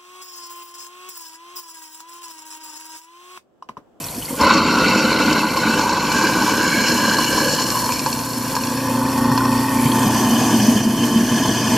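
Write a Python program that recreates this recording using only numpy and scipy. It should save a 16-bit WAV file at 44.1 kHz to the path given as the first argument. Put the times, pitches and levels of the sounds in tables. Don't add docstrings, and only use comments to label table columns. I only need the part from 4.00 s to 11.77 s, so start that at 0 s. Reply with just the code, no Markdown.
import sys
import numpy as np
from scipy import signal
from scipy.fft import rfft, irfft, next_fast_len
from scipy.io import wavfile
from scipy.ndimage import uniform_filter1d, map_coordinates

SR = 44100
rng = np.random.default_rng(int(sys.argv[2]) if len(sys.argv) > 2 else 0)


def dump_mix(stems):
    frames = np.atleast_2d(stems).T
    limited = np.clip(frames, -1, 1)
    pcm = np.round(limited * 32767).astype(np.int16)
    wavfile.write(sys.argv[1], SR, pcm)


N = 342657

# frequency in Hz, width in Hz, gain in dB.
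FLOOR_MODES = [(53.3, 13, -2), (99, 33, -1.5), (145.7, 38, 0), (500, 87, -7.5), (690, 160, -10.5),
               (985, 200, -8.5)]
CLICK_MODES = [(2520, 480, 0), (4343, 277, 7), (5360, 200, 6.5), (5735, 630, 0.5), (7040, 1060, -3)]
RING_MODES = [(774, 17, -6), (898.4, 50, 0), (1006, 159, 3.5), (1104, 63, -4), (1228, 20, -18),
              (1510, 160, -4.5)]
HOLLOW_MODES = [(188, 63, -37), (230, 42, 7), (265, 120, -5)]
FLOODED_MODES = [(2120, 290, 4.5), (2280, 330, 3.5), (2660, 206, 8.5), (2950, 164, 4.5), (3430, 730, -25),
                 (3900, 390, 1), (4120, 114, 8), (4460, 300, 4.5), (5570, 700, -2), (6620, 980, -7.5)]
DRAINING_MODES = [(1980, 110, -3), (2317, 160, 1.5), (2773, 310, 0), (2930, 70, 4.5), (3160, 190, -2.5),
                  (4206, 280, 3), (5080, 250, 0.5), (5346, 220, 1.5), (5540, 270, -0.5), (6480, 280, -2),
                  (6880, 490, -2), (8340, 180, -17.5)]
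EMPTY_MODES = [(2150, 700, -4), (2485, 280, 1.5), (2800, 190, -3), (3055, 170, 0), (3400, 250, -3),
               (4430, 190, 1), (4710, 180, 1), (5340, 99, 4), (5650, 380, -1.5), (6870, 430, -10)]
JET_FED_MODES = [(2230, 530, -9.5), (2460, 190, -4), (2914, 260, -2.5), (3060, 76, 5), (3340, 190, -4.5),
                 (4260, 100, -7), (4640, 87, -3), (4830, 110, -4), (5164, 260, -3), (5940, 190, 0),
                 (6460, 240, -2.5), (6780, 490, -8), (7300, 460, -13.5), (8390, 160, -4.5),
                 (8670, 180, -16)]
# frequency in Hz, relative level in dB, T60 in seconds.
STRUCK_MODES = [(519, -21, 0.076), (740, -15, 0.012), (913, -13, 0.06), (1008, -4, 0.037),
                (1101, -18, 0.051), (1600, -11, 0.017)]

# frequency in Hz, gain in dB.
SPRAY_SPECTRUM = [(100, -32), (400, 9), (1000, 0), (2000, -0.5), (3300, 0.5), (3700, -2.5), (4000, -4),
                  (4400, 3.5), (5000, -1), (7500, 4), (9500, 3.5), (11500, 6.5), (13000, 5), (14200, -1),
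                  (15500, -23)]
CHURN_SPECTRUM = [(21, -62), (35, -48), (53, -14), (97, -18.5), (177, -4), (228, 2.5), (277, -2), (308, 3),
                  (374, -9.5), (410, -5.5), (474, -9.5), (526, -2), (577, -9), (711, -16.5), (800, -20.5),
                  (1040, -15), (1760, -120)]
WASH_SPECTRUM = [(30, -42), (60, -31), (115, 1.5), (160, -6.5), (240, 4), (340, -1.5), (390, -6), (480, -7),
                 (555, -23), (620, -5), (800, -15.5), (1100, -33)]
# frequency in Hz, side gain in dB.
SPRAY_WIDTH = [(100, -17), (500, -14), (2000, -33), (5000, -15), (8000, -2), (11000, -4), (15000, 0)]
WALL_WIDTH = [(40, -60), (100, -54), (190, -52), (350, -27), (700, -35.5), (1100, -36), (2400, -19.5),
              (6000, -7)]
# frequency in Hz, lead of the left in radians.
LEFT_LEAD = [(2500, 0), (6500, -.22), (8300, -.55), (9800, -1.2), (12000, -1.85), (15000, -2.8)]

# time in seconds, relative level in dB.
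SPRAY_LEVEL = [(0.0, -36.5), (0.43, -37), (0.45, -41), (0.67, -46.5), (0.73, -41), (1.82, -39.5),
               (1.99, -43.5), (2.16, -38), (3.72, -32.5), (4.07, -35.5), (5.47, -37.5), (5.86, -33),
               (6.75, -35), (6.82, -38), (7.77, -37.5)]
GRIT_LEVEL = [(0, -55), (.38, -55), (.45, -37), (1.5, -35.5), (3.1, -33), (3.5, -25), (3.9, -30),
              (4.15, -35.5), (4.7, -38), (5.2, -41.5), (7.77, -42)]
RATTLE_LEVEL = [(0, -50), (.37, -50), (.41, -16), (.55, -23.5), (.7, -23.5), (1.45, -25), (1.8, -23.5),
                (2.4, -20.5), (2.8, -27), (3.2, -23.5), (3.9, -28), (4.1, -31.5), (4.8, -32.5),
                (5.05, -24.5), (6.5, -27), (6.85, -32.5), (7.77, -27)]
WATER_LOAD = [(0, -23), (.36, -20.5), (.405, 0), (.59, 2), (.65, -0.5), (.74, 1), (1.05, 1), (1.32, -0.5),
              (1.44, -4.5), (1.57, -2.5), (1.7, -1.5), (1.8, -1), (1.86, -4.5), (2.03, -4), (2.25, 0),
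              (2.45, -2), (2.78, 0.5), (3.45, -2), (3.7, -8.5), (4.2, -13.5), (5.7, -10), (5.95, -7),
              (6.7, -1.5), (6.87, -7), (7.4, -3.5), (7.77, -3)]
VIBRATION_LEVEL = [(0, -42), (.36, -40), (.42, -17), (3.4, -16), (3.65, -12.5), (4.3, -9.5), (4.7, -6.5),
                   (4.95, -1.5), (5.22, 2), (5.55, 1), (5.9, 1), (6.9, -7), (7.77, -9)]

# start in seconds, level in dB, frequency in Hz.
LARGE_DROPS = [(0.042, -19, 5570), (0.065, -19, 11800), (0.087, -24, 4050), (0.177, -28, 7950),
               (0.224, -23, 2995), (0.256, -22.5, 4640), (5.406, -17, 1440), (5.787, -22, 2290),
               (5.822, -12, 10300), (5.86, -21, 2340), (5.918, -15.5, 3230), (5.921, -19, 4400),
               (5.994, -13, 8500)]
# start in seconds, relative level in dB, frequency in Hz.
LOW_THUMPS = [(0.158, -24, 237), (0.179, -19, 254), (0.305, -20, 262), (0.328, -17.5, 254),
              (0.411, -22.5, 79), (2.32, -22.5, 127), (3.49, -23, 140), (5.051, -19, 159),
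              (5.303, -14, 141), (5.852, -12, 136), (6.064, -3, 225), (6.76, -3.5, 219), (6.866, -8, 222),
              (7.159, -6.5, 220), (7.49, -8, 224)]
# start and end in seconds, first and last pitch in Hz, width in Hz, level in dB.
PASSING_RESONANCES = [(0.261, 0.363, 960, 1020, 220, -38), (0.29, 0.382, 527, 520, 70, -37),
                      (0.405, 0.49, 540, 550, 112, -20), (0.429, 0.633, 1020, 1190, 120, -18.5),
                      (1.198, 1.44, 2090, 2140, 180, -35), (1.199, 1.38, 1470, 1480, 90, -36),
                      (1.778, 2.02, 900, 983, 80, -25.5), (2.166, 2.297, 1540, 1610, 110, -28),
                      (2.602, 2.916, 2220, 2320, 180, -28.5), (2.881, 3.836, 2960, 2940, 118, -35),
                      (3.422, 3.55, 527, 533, 70, -24.5), (3.74, 3.93, 1030, 1000, 130, -25.5),
                      (3.85, 4.058, 2400, 2340, 220, -36), (4.68, 5.087, 505, 533, 60, -32),
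                      (5.949, 6.85, 720, 760, 201, -31.5), (5.717, 5.93, 2390, 2330, 160, -38.5),
                      (6.497, 7.999, 3040, 3115, 120, -38)]
# start in seconds, relative levels of ring and of click in dB.
SCRAP_HITS = [(0.399, -8, -36), (0.41, -13, -19), (0.433, 4.5, -33), (0.49, -6, -31), (0.521, -3, -28),
              (0.536, -12, -22), (0.88, -7, -24.5), (0.925, 0, -38), (0.978, -15, -22.5), (1.117, 1, -33),
              (1.21, -1, -26), (1.327, -7, -23), (1.389, -19, -25), (1.569, 3, -23), (1.789, 2.5, -23),
              (1.811, -1, -22), (1.892, -3, -24), (1.927, 0, -23), (2.116, -4, -20), (2.211, -2, -27),
              (2.881, -11, -21), (2.987, -2, -26), (3.078, -1, -26), (3.185, 1, -21), (3.243, -12, -19),
              (3.482, -7, -22), (3.597, -20, -21), (3.702, -14, -25), (3.822, -16, -31), (3.86, -12, -33),
              (3.891, 0.5, -33), (3.922, -6, -22.5), (3.992, -23, -22), (4.061, 2.5, -23.5),
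              (4.068, -5, -40), (4.127, -14, -20.5), (4.19, -28, -29), (4.333, -31, -29), (4.552, -20, -23),
              (4.565, 1, -25), (4.585, -14, -36), (4.635, -12, -24), (4.669, -19, -28), (4.774, -26, -30),
              (5.316, -3, -33), (5.376, 0, -22), (5.454, -3, -28), (6.03, -6, -28)]

# time in seconds, state (0 flooded, 1 draining, 2 nearly empty, 3 jet falling in).
CHAMBER_STATE = [(0, 2), (.36, 2), (.4, 0), (1.6, 0), (2.7, 1), (3.6, 1), (4.5, 1.5), (4.9, 2), (5.7, 2),
                 (6.12, 3)]
# time in seconds, frequency in Hz.
THROAT_PITCH = [(0, 1480), (.8, 1417), (3.2, 1616), (4.7, 1626), (5.1, 1805), (5.7, 1840), (6, 1720)]
# relative levels of slosh and throat, and depth of the splatter's gurgle, in dB.
SLOSH_LEVELS = [-26, -27.5, -29.5, -25]
THROAT_LEVELS = [-24, -23, -24.5, -28.5]
GURGLE_DEPTHS = [2.3, 1.5, 2.0, 2.0]
KNOCK_RISES = [.004, .003, .0016, .0016]
SCRAPE_DECAYS = [.05, .04, .025, .025]

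# time in seconds, turns per second.
SHAFT_SPEED = [(0, 29.8), (.4, 29.7), (.6, 29.1), (3.4, 29.3), (4.2, 29.56), (5.7, 29.56), (6.1, 29.52),
               (7.77, 29.48)]
# multiple of the shaft speed, relative level in dB.
SHAFT_ORDERS = [(2, -20), (3, -16), (4, -10), (5, -8), (7, -7.5), (8, 2.5), (9, 6.5), (10, -6), (11, -24),
                (12, -8), (13, -15.5), (14, -13.5), (16, -14), (17, -24), (18, -8), (19, -24), (21, -13.5),
                (23, -34), (27, -20), (28, -16), (29, -16), (30, -3), (31, -5), (33, -26), (34, -20),
                (35, -10), (36, -17), (37, -8), (38, -15), (62, -11.5)]
# frequency in Hz, relative level in dB.
MAINS_HUM = [(120, -3.5), (240, -1.5), (360, -25)]

TOP_HZ = 15600


def amp(db):
    return 10 ** (np.asarray(db) / 20)


def unit(x):
    return x / np.sqrt(np.mean(x ** 2) + 1e-20)


def along(points, hz):
    f, v = np.transpose(points)
    return np.interp(np.log(hz + 1), np.log(f + 1), v)


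def curve(points):
    return np.interp(np.arange(N) / SR, *np.transpose(points))


def by_state(state, values):
    return np.interp(state, np.arange(4), values)


def wobble(rate):
    return map_coordinates(rng.standard_normal(int(N * rate / SR) + 4), [np.arange(N) * rate / SR])


def angle(hz):
    return 2 * np.pi * np.cumsum(hz) / SR


def widen(mid, side):
    return np.array([mid + side, mid - side])


def filtered(x, response):
    size = next_fast_len(N + SR // 4, True)
    return irfft(rfft(x, size) * response(np.fft.rfftfreq(size, 1 / SR)), size)[..., :N]


def body(x, modes, low_hz, high_hz):
    f = np.arange(SR // 2 + 1.)
    gain = sum(amp(db) * (1j * f * width / (centre ** 2 - f ** 2 + 1j * f * width)) ** 2
               for centre, width, db in modes)
    rung = filtered(x, lambda hz: np.interp(hz, f, gain))
    return signal.sosfilt(signal.butter(3, [low_hz, high_hz], "band", fs=SR, output="sos"), rung)


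def resonate(blows, hz, width_hz):
    carrier = np.exp(1j * angle(hz))
    lowpass = signal.butter(2, width_hz / 2, fs=SR, output="sos")
    return unit((carrier * signal.sosfilt(lowpass, blows / carrier)).real)


def impacts(rate, spread_db):
    blows = (rng.random(N) < rate / SR) * rng.standard_normal(N)
    return unit(blows * amp(spread_db * np.clip(rng.standard_normal(N), -2, 2)))


def gurgle(x, depth_db):
    _, t, spectrum = signal.stft(x, SR, nperseg=512)
    field = rng.standard_normal(spectrum.shape)
    for _ in range(2):
        field = uniform_filter1d(uniform_filter1d(field, size=3, axis=0), size=5, axis=1)
    depth = np.interp(t, np.arange(N) / SR, depth_db * np.ones(N))
    gain = amp(depth * np.clip(unit(field), -2, 2))
    gain /= np.sqrt(np.mean(gain ** 2, axis=0))
    return signal.istft(spectrum * gain, nperseg=512)[1][:N]


def basin(x, t60_s=.052):
    t = np.arange(SR // 25) / SR
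    tail = rng.standard_normal(len(t)) * amp(-60 * t / t60_s) * (t > .002)
    reflections = signal.fftconvolve(x, tail / np.linalg.norm(tail))[:N]
    return widen(x, filtered(reflections, lambda hz: amp(along(WALL_WIDTH, hz))))


def drumming(level_db=-36):
    gain = amp(level_db + wobble(7.9))
    return gain * unit(body(impacts(rate=2000, spread_db=1.2), FLOOR_MODES, low_hz=41.6, high_hz=1410))


def spray(gain_db=4):
    colour = lambda hz: amp(along(SPRAY_SPECTRUM, hz))
    mid = gurgle(filtered(impacts(rate=16000, spread_db=1.5), colour), depth_db=1.8)
    side = filtered(impacts(rate=20000, spread_db=2), lambda hz: colour(hz) * amp(along(SPRAY_WIDTH, hz)))
    flutter_db = .9 * wobble(55) + 1.3 * wobble(260)
    spurt_db = .7 * wobble(11)
    return amp(curve(SPRAY_LEVEL) + gain_db + spurt_db + flutter_db) * widen(mid, side) / np.std(mid)


def droplets(count=420, loudest_db=-27, loss_db_per_cycle=.7, rise_per_cycle=.0004):
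    out, t = np.zeros(N + SR), np.arange(SR // 25) / SR
    small = [(when * N / SR, loudest_db - 12 * np.sqrt(size), 2100 * 5 ** pitch)
             for when, pitch, size in rng.random((count, 3))]
    for start, db, hz in list(LARGE_DROPS) + small:
        cycles = hz * t
        tone = np.sin(2 * np.pi * cycles * (1 + rise_per_cycle * cycles / 2))
        out[round(start * SR):][:len(t)] += amp(db - loss_db_per_cycle * cycles) * tone
    return out[:N]


def resonances():
    out = np.zeros(N + SR)
    chatter = unit(amp(3 * wobble(110)))
    for start, end, first_hz, last_hz, width_hz, db in PASSING_RESONANCES:
        progress = np.linspace(0, 1, round((end - start) * SR))
        pitch_hz = first_hz + (last_hz - first_hz) * progress
        note = resonate(rng.standard_normal(len(progress)), pitch_hz, width_hz)
        out[round(start * SR):][:len(note)] += amp(db) * np.sqrt(4 * progress * (1 - progress)) * note
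    return out[:N] * chatter


def thumps(gain_db=4.5, loss_db_per_cycle=4.6):
    out, t = np.zeros(N + SR), np.arange(SR // 5) / SR
    for start, db, hz in LOW_THUMPS:
        cycles = hz * t
        envelope = amp(db + gain_db - loss_db_per_cycle * cycles) * (1 - np.exp(-cycles / .5))
        out[round(start * SR):][:len(t)] += envelope * np.sin(2 * np.pi * cycles)
    return out[:N]


def grit():
    gain = amp(curve(GRIT_LEVEL) + 1.9 * wobble(40))
    return gain * unit(body(impacts(rate=2500, spread_db=4.5), CLICK_MODES, low_hz=3400, high_hz=9700))


def knocks(state, ring_gain_db=-1, click_gain_db=-10.5, detune=.025):
    out, t = np.zeros(N + SR), np.arange(SR // 15) / SR
    steel = body(rng.standard_normal(N), CLICK_MODES, low_hz=2300, high_hz=12300)
    for start, ring_db, click_db in SCRAP_HITS:
        i = round(start * SR)
        rise_s, scrape_s = by_state(state[i], KNOCK_RISES), by_state(state[i], SCRAPE_DECAYS)
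        ring = np.zeros(len(t))
        for hz, db, t60 in STRUCK_MODES:
            detuned_hz = hz * (1 + detune * rng.standard_normal())
            ring += amp(db - 60 * t / t60) * np.sin(2 * np.pi * detuned_hz * t)
        ring *= 1 - np.exp(-t / rise_s)
        scrape = unit(steel[i:i + len(t)] * amp(-60 * t / scrape_s) * (1 - np.exp(-2 * t / rise_s)))
        out[i:][:len(t)] += amp(ring_gain_db + ring_db) * ring + amp(click_gain_db + click_db) * scrape
    return out[:N]


def slosh(level_db, state):
    blows = impacts(rate=1500, spread_db=.5)
    tumble = unit(filtered(blows, lambda hz: amp(along(CHURN_SPECTRUM, hz))))
    wash = unit(filtered(blows, lambda hz: amp(along(WASH_SPECTRUM, hz))))
    boom = unit(body(impacts(rate=900, spread_db=0), HOLLOW_MODES, low_hz=147, high_hz=340))
    boom_db = -20 - 3 * wobble(6)
    jet = np.clip(state - 2, 0, 1)
    return amp(level_db) * ((1 - jet) * tumble + jet * wash) + jet * amp(boom_db) * boom


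def splatter(drops, state):
    rung = np.zeros(N)
    for k, modes in enumerate((FLOODED_MODES, DRAINING_MODES, EMPTY_MODES, JET_FED_MODES)):
        power_share = np.clip(1 - abs(state - k), 0, 1)
        rung += np.sqrt(power_share) * unit(body(drops, modes, low_hz=2000, high_hz=8850))
    sway_s = .0004 * wobble(10) * by_state(state, [1, .3, .3, .8])
    bent = map_coordinates(rung, [np.arange(N) + sway_s * SR])
    return gurgle(bent, by_state(state, GURGLE_DEPTHS))


def thrash(shaft, share, rate):
    size = SR // 30
    pattern = rng.standard_normal(size)
    repeated = unit(map_coordinates(pattern, [shaft / (2 * np.pi) % 1 * size], mode="grid-wrap"))
    return np.sqrt(share) * repeated + np.sqrt(1 - share) * impacts(rate=rate, spread_db=1.5)


def churn(shaft, state):
    heave_db = wobble(10)
    load_db = curve(WATER_LOAD) + heave_db
    rattle_db = curve(RATTLE_LEVEL) + heave_db
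    slosh_db = by_state(state, SLOSH_LEVELS) + 6 + .76 * load_db
    throat_db = by_state(state, THROAT_LEVELS) + 1.2 * load_db
    lumpiness = by_state(state, [.62, .63, 1, .5])
    buzz = by_state(state, [.023, .08, .22, .25])
    surge_db = np.minimum(.9 * wobble(45) + 1.2 * wobble(220), 2.5)
    clumps = amp(lumpiness * (surge_db + 1.1 * np.cos(shaft) + np.cos(2 * shaft)))
    ring_blows = clumps * thrash(shaft, .5 * buzz, rate=4000)
    rattle = unit(body(ring_blows, RING_MODES, low_hz=696, high_hz=1470))
    throat = resonate(clumps * thrash(shaft, buzz, rate=2500), curve(THROAT_PITCH), width_hz=169)
    drops = np.sqrt(clumps) * amp(wobble(300)) * thrash(shaft, .51 * buzz, rate=9000)
    splashes = splatter(drops, state)
    splash_db = -24 + load_db + .8 * wobble(22)
    ringing = gurgle(amp(rattle_db) * rattle + amp(throat_db) * throat, depth_db=1.2)
    return slosh(slosh_db, state) + ringing + amp(splash_db) * splashes


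def motor(shaft, in_phase_s=5.258):
    turn = shaft - shaft[round(in_phase_s * SR)] + .004 * wobble(35)
    waver = amp(2.5 * wobble(9)) - 1
    drone = np.zeros(N)
    for order, db in SHAFT_ORDERS:
        loose = min(1, ((order - 8.5) / 4) ** 4)
        swell = 1 + loose * np.roll(waver, rng.integers(N))
        drone += amp(db) * swell * np.sin(order * turn + loose * rng.uniform(-np.pi, np.pi))
    t = np.arange(N) / SR - in_phase_s
    hum = sum(amp(db) * np.sin(2 * np.pi * hz * t) for hz, db in MAINS_HUM)
    vibration_db = curve(VIBRATION_LEVEL)
    drone_db = -20 + vibration_db + .5 * wobble(15)
    hum_db = -26 + .75 * vibration_db + .8 * wobble(5.4)
    return amp(drone_db) * unit(drone) + amp(hum_db) * unit(hum)


def scene():
    shaft, state = angle(curve(SHAFT_SPEED)), curve(CHAMBER_STATE)
    disposal = motor(shaft) + churn(shaft, state) + resonances() + knocks(state) + grit() + thumps()
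    return basin(disposal + droplets() + drumming()) + spray()


def record(dry, ceiling=.9):
    shifted = filtered(dry, lambda hz: np.exp(.5j * along(LEFT_LEAD, hz) * np.array([[1], [-1]])))
    rounded = shifted / (1 + np.abs(shifted / ceiling) ** 6) ** (1 / 6)
    return filtered(rounded, lambda hz: hz < TOP_HZ)


dry = scene()
out = record(dry)
dump_mix(out)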